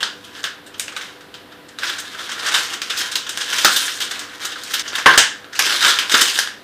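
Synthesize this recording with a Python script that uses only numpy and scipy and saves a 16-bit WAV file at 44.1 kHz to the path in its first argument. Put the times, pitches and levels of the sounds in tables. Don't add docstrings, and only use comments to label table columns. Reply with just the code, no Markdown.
import sys
import numpy as np
from scipy import signal
from scipy.fft import rfft, irfft, next_fast_len
from scipy.io import wavfile

SR = 44100
rng = np.random.default_rng(int(sys.argv[2]) if len(sys.argv) > 2 else 0)


def level_to_linear(level):
    exponent = np.asarray(level, float) / 20
    return 10 ** exponent


def store_wav(level_fs):
    pcm = np.round(np.clip(np.atleast_2d(level_fs), -1, 1) * 32767)
    wavfile.write(sys.argv[1], SR, pcm.T.astype(np.int16))


N = 292383

# (time [s], peak level [dB], brightness [dB], ring time [s])
SHARP_SNAPS = [(0.3508, -27.5, 0, .04), (.431, -24, 6, 0.027), (.781, -33, 14, .05),
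               (.796, -8, 11.5, 0.032), (.8803, -15, -2, 0.025), (.964, -12.5, -1.5, 0.036),
               (1.0113, -20, 0, .05), (1.207, -33, -.5, .058), (1.3407, -27, 0, 0.077),
               (1.7865, -16.5, 3.5, 0.036), (1.8329, -10.5, -1, 0.047), (2.5405, -5.5, 2.5, 0.12),
               (3.2922, -13.5, 7, 0.051), (3.373, -14.5, 5.5, 0.054), (3.8805, -11, 3.5, 0.053),
               (4.1924, -16.5, 11, .04), (4.635, -19.5, 19, .043), (4.7939, -9.5, 7, 0.031),
               (4.004, -9, 5, .04), (5.156, -20, 15, 0.035), (5.4435, -20.5, -13, 0.016),
               (5.8475, -1.5, 1, 0.052), (5.9879, -3, 3, .04), (6.0954, -8, 1, 0.037), (6.377, -13, 6, .04),
               (6.4738, -11.5, 0, 0.011)]
# (time [s], peak level [dB], brightness [dB], ring time [s],
# pitch of ringing patch [Hz])
PITCHED_SNAPS = [(0.0288, -6, -1, .035, 3530), (0.4402, -7, 1.5, 0.033, 3437), (2.817, -10.5, 3, 0.041, 3200),
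                 (3.155, -6, 7.5, .05, 3970), (3.6465, 8.5, 1.5, 0.034, 3400), (5.061, 13, -13, .016, 1250),
                 (5.1763, 9, 7, .035, 4400), (5.5913, .5, 3.5, 0.045, 2430), (6.3885, -1, 5, .035, 3100),
                 (4.9307, -15, -6, .03, 1550), (.4505, -16, -4, .035, 1650)]
# (frequency [Hz], level per Hz [dB])
FOIL_TONE = [(88, -55), (150, -19.5), (253, -31.5), (302, -16), (766, -19), (1570, 0), (2310, -9),
             (2810, -2.5), (3760, -2.5), (4220, -7), (4840, -6), (8330, -17.5), (10900, -31), (14300, -30),
             (15500, -30)]


def at_hz(points, hz):
    curve_hz, values = np.transpose(points)
    return np.interp(np.log(hz + 1), np.log(curve_hz), values)


def rms_one(x):
    return x / np.sqrt(np.mean(x ** 2) + 1e-20)


def coloured(x, db_at):
    size = next_fast_len(len(x))
    hz = np.arange(size // 2 + 1) * SR / size
    return irfft(rfft(x, size) * level_to_linear(db_at(hz)), size)[:len(x)]


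def bump(hz, centre_hz, log_width):
    return np.exp(-(np.log((hz + 1) / centre_hz) / log_width) ** 2)


def shares(hz, low_hz=2200, high_hz=6500, steep=5.7):
    body = 1 / (1 + (hz / low_hz) ** steep)
    sheen = 1 / (1 + (high_hz / (hz + 1)) ** steep)
    return body, sheen


def drift(per_s):
    r = np.exp(-64 * np.pi * per_s / SR)
    noise = rng.standard_normal(N // 32 + 2002)
    slow = signal.lfilter([1], [1, -2 * r, r * r], noise)[2000:]
    return np.interp(np.arange(N) / 32, np.arange(len(slow)), rms_one(slow))


def room_air():
    # (frequency [Hz], level per Hz [dB])
    air_tone = [(18, -49), (30, -16.5), (299, 0.5), (443, -1.5), (492, -7), (561, -5.5), (921, -6.5),
                (1590, -3.5), (2240, -10.5), (3680, -9.5), (6540, -24.5), (14300, -25), (15500, -28)]
    air_db = -46 + 1.5
    return level_to_linear(air_db) * rms_one(coloured(rng.standard_normal(N), lambda hz: at_hz(air_tone, hz)))


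def far_motor():
    # (multiple of turning rate [count], level [dB rms])
    hum_lines = [(2, -63.5), (4, -67.5), (5, -68), (6, -55.5), (8, -62), (10, -54), (11, -63), (13, -66),
                 (14, -62), (16, -62.5), (20, -61)]
    turning_hz = 49.36
    turn = 2 * np.pi * turning_hz * np.arange(N) / SR
    hum = np.zeros(N)
    for multiple, line_db in hum_lines:
        wavering = np.sqrt(2) * level_to_linear(line_db + 1.87 * drift(11.5))
        hum += wavering * np.sin(int(multiple) * turn + rng.uniform(0, 4.87))
    return hum


def thuds():
    # (time [s], peak level [dB], pitch [Hz])
    pan_knocks = [(.024, -29, 810), (3.647, -21, 310), (3.647, -14.5, 740), (5.059, 2.5, 1230),
                  (5.059, -22, 360), (5.176, -30, 281.9), (5.176, -8.5, 830), (5.179, -5, 4830),
                  (5.06, -45, 45.02), (5.176, -46, 45), (5.592, -30, 820), (6.139, -19, 339.9),
                  (6.215, -27.5, 305)]
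    out, t = np.zeros(N + SR), np.arange(SR // 5) / SR
    for s, peak_db, pitch_hz in pan_knocks:
        band = signal.butter(2, [pitch_hz / 1.4, pitch_hz * 1.4], "band", fs=SR, output="sos")
        knock = signal.sosfilt(band, rng.standard_normal(len(t)) * level_to_linear(-60 * t / .08))
        at = round(s * SR)
        out[at:at + len(t)] += level_to_linear(peak_db + 3.5) * knock / np.abs(knock).max()
    return out[:N]


def stirring():
    # (start [s], hardest moment [s], end [s], level [dB], brightness [dB])
    hand_squeezes = [(0.195, 0.403, 0.42, -34, -1), (.9, 1.0, 1.15, -33.5, -3.5),
                     (1.792, 1.84, 2.08, -25.5, -4.5), (2.04, 2.22, 2.466, -29, -3),
                     (2.303, 2.48, 2.604, -21.5, -5), (2.5, 2.57, 2.738, -17, 2),
                     (2.685, 2.73, 2.776, -23.5, -7.5), (2.86, 3.02, 3.164, -21, 0),
                     (3.2, 3.29, 3.29, -32, -3), (3.345, 3.595, 3.69, -16, 1),
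                     (3.597, 3.735, 3.995, -14, 8), (3.974, 4.017, 4.1186, -19.5, 4.5),
                     (4.063, 4.16, 4.38, -27, -3), (4.35, 4.45, 4.55, -24, -1.5),
                     (4.52, 4.606, 4.7, -33.5, -2), (4.622, 4.76, 4.81, -21, 1),
                     (4.82, 4.97, 5.05, -23, -5), (5.06, 5.097, 5.2, -21.5, -12.5),
                     (5.56, 5.65, 5.72, -16, 3), (5.6, 5.72, 5.9, -14, 0), (5.77, 5.86, 6.04, -13, -1),
                     (6.1, 6.183, 6.3, -8, 3), (6.2, 6.301, 6.43, -16, 6)]
    swing_db, let_go_db = 13.5, 37
    settle_s = .005
    after_db, after_rings = -15.5, 3
    t = np.arange(0, N + 32, 32) / SR

    start, hardest, end, squeeze_db, bright_db = np.transpose(hand_squeezes)[:, :, None]
    away = np.maximum((hardest - t) / (hardest - start), (t - hardest) / (end - hardest))
    squeezes = squeeze_db - swing_db * away - let_go_db * np.maximum(away - 1, 0)

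    sharp = [row[:4] for row in SHARP_SNAPS + PITCHED_SNAPS]
    s, peak_db, snap_bright_db, ring_s = np.transpose(sharp)[:, :, None]
    since = t - s - settle_s
    swarms = np.where(since > 0, peak_db + after_db - 60 * since / (after_rings * ring_s), -200)

    power = level_to_linear(2 * np.maximum(np.vstack([squeezes, swarms]), -200))
    total = power.sum(axis=0)
    brightness = np.sum(power * np.vstack([bright_db, 0.27 * snap_bright_db]), axis=0) / total
    return [np.interp(np.arange(N) / SR, t, curve) for curve in (10 * np.log10(total), brightness)]


def crinkle():
    level_db, bright_db = stirring()
    born = rng.random(N) < 3500 * level_to_linear(4.0 * drift(25)) / SR
    sizes = born * level_to_linear(0.55 * np.minimum(rng.exponential(size=N), 3.5)) * rng.choice([-1, 1], size=N)
    sizes = sizes * level_to_linear(5.2 * (rng.random(N) < .025))
    pitches = np.geomspace(250, 15000, num=24)
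    dealt = rng.integers(24, size=N)
    out = np.zeros(N)
    for k, hz in enumerate(pitches):
        r, w = level_to_linear(-60 * hz / (9.0 * SR)), 2 * np.pi * hz / SR
        struck = sizes * (np.abs(dealt - k) < 2) + 1e-18
        rings = signal.lfilter([1, 0, -1], [1, -2 * r * np.cos(w), r * r], struck)
        body, sheen = shares(hz)
        tone_db = at_hz(FOIL_TONE, hz) + (sheen - body) * bright_db + 2.23 * drift(11)
        out = out + (-1) ** k * np.sqrt(hz) * rms_one(rings) * level_to_linear(tone_db)
    whole = np.sqrt(np.sum(pitches * level_to_linear(2 * at_hz(FOIL_TONE, pitches))))
    return level_to_linear(level_db - 1.5) * out / whole


def crease_colour(hz, bright_db, patch_hz, patch_db, facets):
    body, sheen = shares(hz)
    patch = patch_db * bump(hz, patch_hz, 0.071) + at_hz(facets, hz)
    return at_hz(FOIL_TONE, hz) + body * (3.5 - bright_db) + sheen * (5 + bright_db) + patch


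def snaps(table, rise_s, crack, count):
    out, t = np.zeros((count + 1, N + SR)), np.arange(SR // 8) / SR
    click = np.arange(len(t)) == SR // 300
    for k, (s, peak_db, bright_db, ring_s, *own_hz) in enumerate(table):
        if own_hz:
            patch_hz = own_hz[0]
        else:
            patch_hz = 3400 * 2 ** (.008 * bright_db + 0.12 * rng.standard_normal())
        cracks = rng.standard_normal(len(t)) * level_to_linear(1.85 * rng.exponential(size=len(t)))
        facets = np.c_[np.geomspace(500, 15000, num=12), 3.0 * rng.standard_normal(12)]

        def colour(hz, patch_db):
            return crease_colour(hz, bright_db, patch_hz, patch_db, facets)

        dying = level_to_linear(-60 * t / max(ring_s, .005)) + crack * level_to_linear(-60 * t / 0.0049)
        shape = np.minimum(t / rise_s, 1) * dying
        direct = level_to_linear(peak_db - 4.5) * shape * rms_one(coloured(cracks, lambda hz: colour(hz, 6.5)))
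        to_walls = np.std(direct) * rms_one(coloured(click, lambda hz: colour(hz, 2.0)))
        at = round(s * SR)
        out[0, at:at + len(t)] += direct
        out[1 + k % count, at:at + len(t)] += to_walls
    return out[:, :N]


def foil_folds():
    # (time [s], peak level [dB], brightness [dB], ring time [s])
    early_folds = [(.0034, -10, -2, 0.05), (.0154, -14, 3, 0.037), (.239, -27.5, 5, .065),
                   (.661, -30.5, 5, 0.11), (.737, -27, -3, 0.086), (.9192, -22.5, -3.5, .052),
                   (1.516, -30.5, -3, 0.078), (1.684, -25.5, 3, 0.047), (1.8187, -16, -2, .038),
                   (1.8692, -14, 3, 0.094), (1.8903, -10.5, 3.5, 0.066), (1.961, -26, -3, .044),
                   (1.9808, -16.5, 5.5, 0.087), (1.9944, -17, 12, 0.059), (2.1433, -20, -7, 0.062),
                   (2.1877, -17.5, -2, 0.081), (2.2885, -18, -0.5, 0.096), (2.3137, -11.5, 2, 0.059),
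                   (2.39, -19, 3, .089), (2.4594, -11.5, 2.5, 0.096), (2.4806, -8.5, 1, 0.072),
                   (2.5126, -11.5, -2, .075), (2.7317, -11, 4.5, 0.063), (2.8958, -10.5, 2, 0.12),
                   (2.9693, -12.5, 11, .091), (2.984, -9.5, 9, 0.073), (3.1132, -14.5, 8, 0.076),
                   (3.264, -11.5, -1, .051)]
    # (time [s], peak level [dB], brightness [dB], ring time [s])
    late_folds = [(3.4052, -13, 2.5, 0.13), (3.5244, -8, 2, 0.074), (3.5802, -4, 6, 0.075),
                  (3.76, 0, 9.5, 0.061), (4.0145, -8, 5, 0.062), (4.109, -8, 2.5, .054),
                  (4.404, -23.5, -15, 0.072), (4.4469, -11, 11, 0.068), (4.5166, -13.5, 0.5, .06),
                  (4.556, -16, -7, .047), (4.7047, -14, 5, 0.051), (4.7346, -3.5, 5, 0.072),
                  (4.8574, -16.5, -2, .054), (4.8755, -15, 3, 0.067), (4.9514, -6, 5.5, 0.045),
                  (4.979, -10.5, -2.5, 0.089), (5.107, -17, -17, .054), (5.1307, -8.5, -6.5, .12),
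                  (5.526, -20, 0, 0.099), (5.5488, -18, 4, 0.1), (5.626, -10, -3, .05),
                  (5.6596, -8, 2.5, .1), (5.8208, -3, 0.5, .072), (5.8789, -3, 6, .063),
                  (6.114, -2.5, 3, 0.067), (6.1379, 2, -2, 0.088), (6.21, 4.5, 9, 0.057),
                  (6.353, -9, 1, .064)]
    sharp = snaps(SHARP_SNAPS + PITCHED_SNAPS, rise_s=0.00072, crack=0.27, count=4)
    broad = snaps(early_folds + late_folds, rise_s=0.007, crack=0.14, count=4)
    return sharp + broad


def kitchen(places):
    # (frequency [Hz], time to fall by 60 dB [s])
    echo_times = [(200, 0.33), (1500, 0.4), (5000, 0.25), (14000, 0.11)]
    change_s = 4.823
    t, tails = np.arange(SR // 2) / SR, 0
    white = rng.standard_normal((len(places), len(t)))
    borders = np.geomspace(90, .45 * SR, num=22)
    for low, high in zip(borders, borders[1:]):
        band = signal.butter(1, [low, high], "band", fs=SR, output="sos")
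        tails = tails + signal.sosfilt(band, white) * level_to_linear(-60 * t / at_hz(echo_times, low))
    tails = tails * np.clip((t - .003) / 0.0016, 0, 1)
    tails = tails / np.sqrt(np.sum(tails ** 2, axis=1, keepdims=True))
    echoes = []
    for part in np.split(places, [round(change_s * SR)], axis=1):
        echoed = signal.fftconvolve(part, tails, axes=1).sum(axis=0)
        echoes.append(echoed[:part.shape[1]])
    return np.hstack(echoes)


def pan_hollow(x):
    return coloured(x, lambda hz: 2 * bump(hz, 1627, 0.077))


def scene():
    background = room_air() + far_motor()
    knocks, rustle, folds = thuds(), crinkle(), foil_folds()
    echoes = kitchen(np.vstack([folds[1:], rustle + level_to_linear(-5) * knocks]))
    foil = folds[0] + rustle + knocks + level_to_linear(-4) * echoes
    return (pan_hollow(foil) + background)[None]


def low_pass(x):
    return signal.sosfilt(signal.butter(12, 15810, fs=SR, output="sos"), x)


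def record(dry):
    overloaded = np.clip(dry, -.98, .98)
    top_cut = signal.cheby2(24, 45, 15250, fs=SR, output="sos")
    mix = np.clip(signal.sosfilt(top_cut, overloaded), -1, 1)
    return low_pass(mix)


dry = scene()
out = record(dry)
store_wav(out)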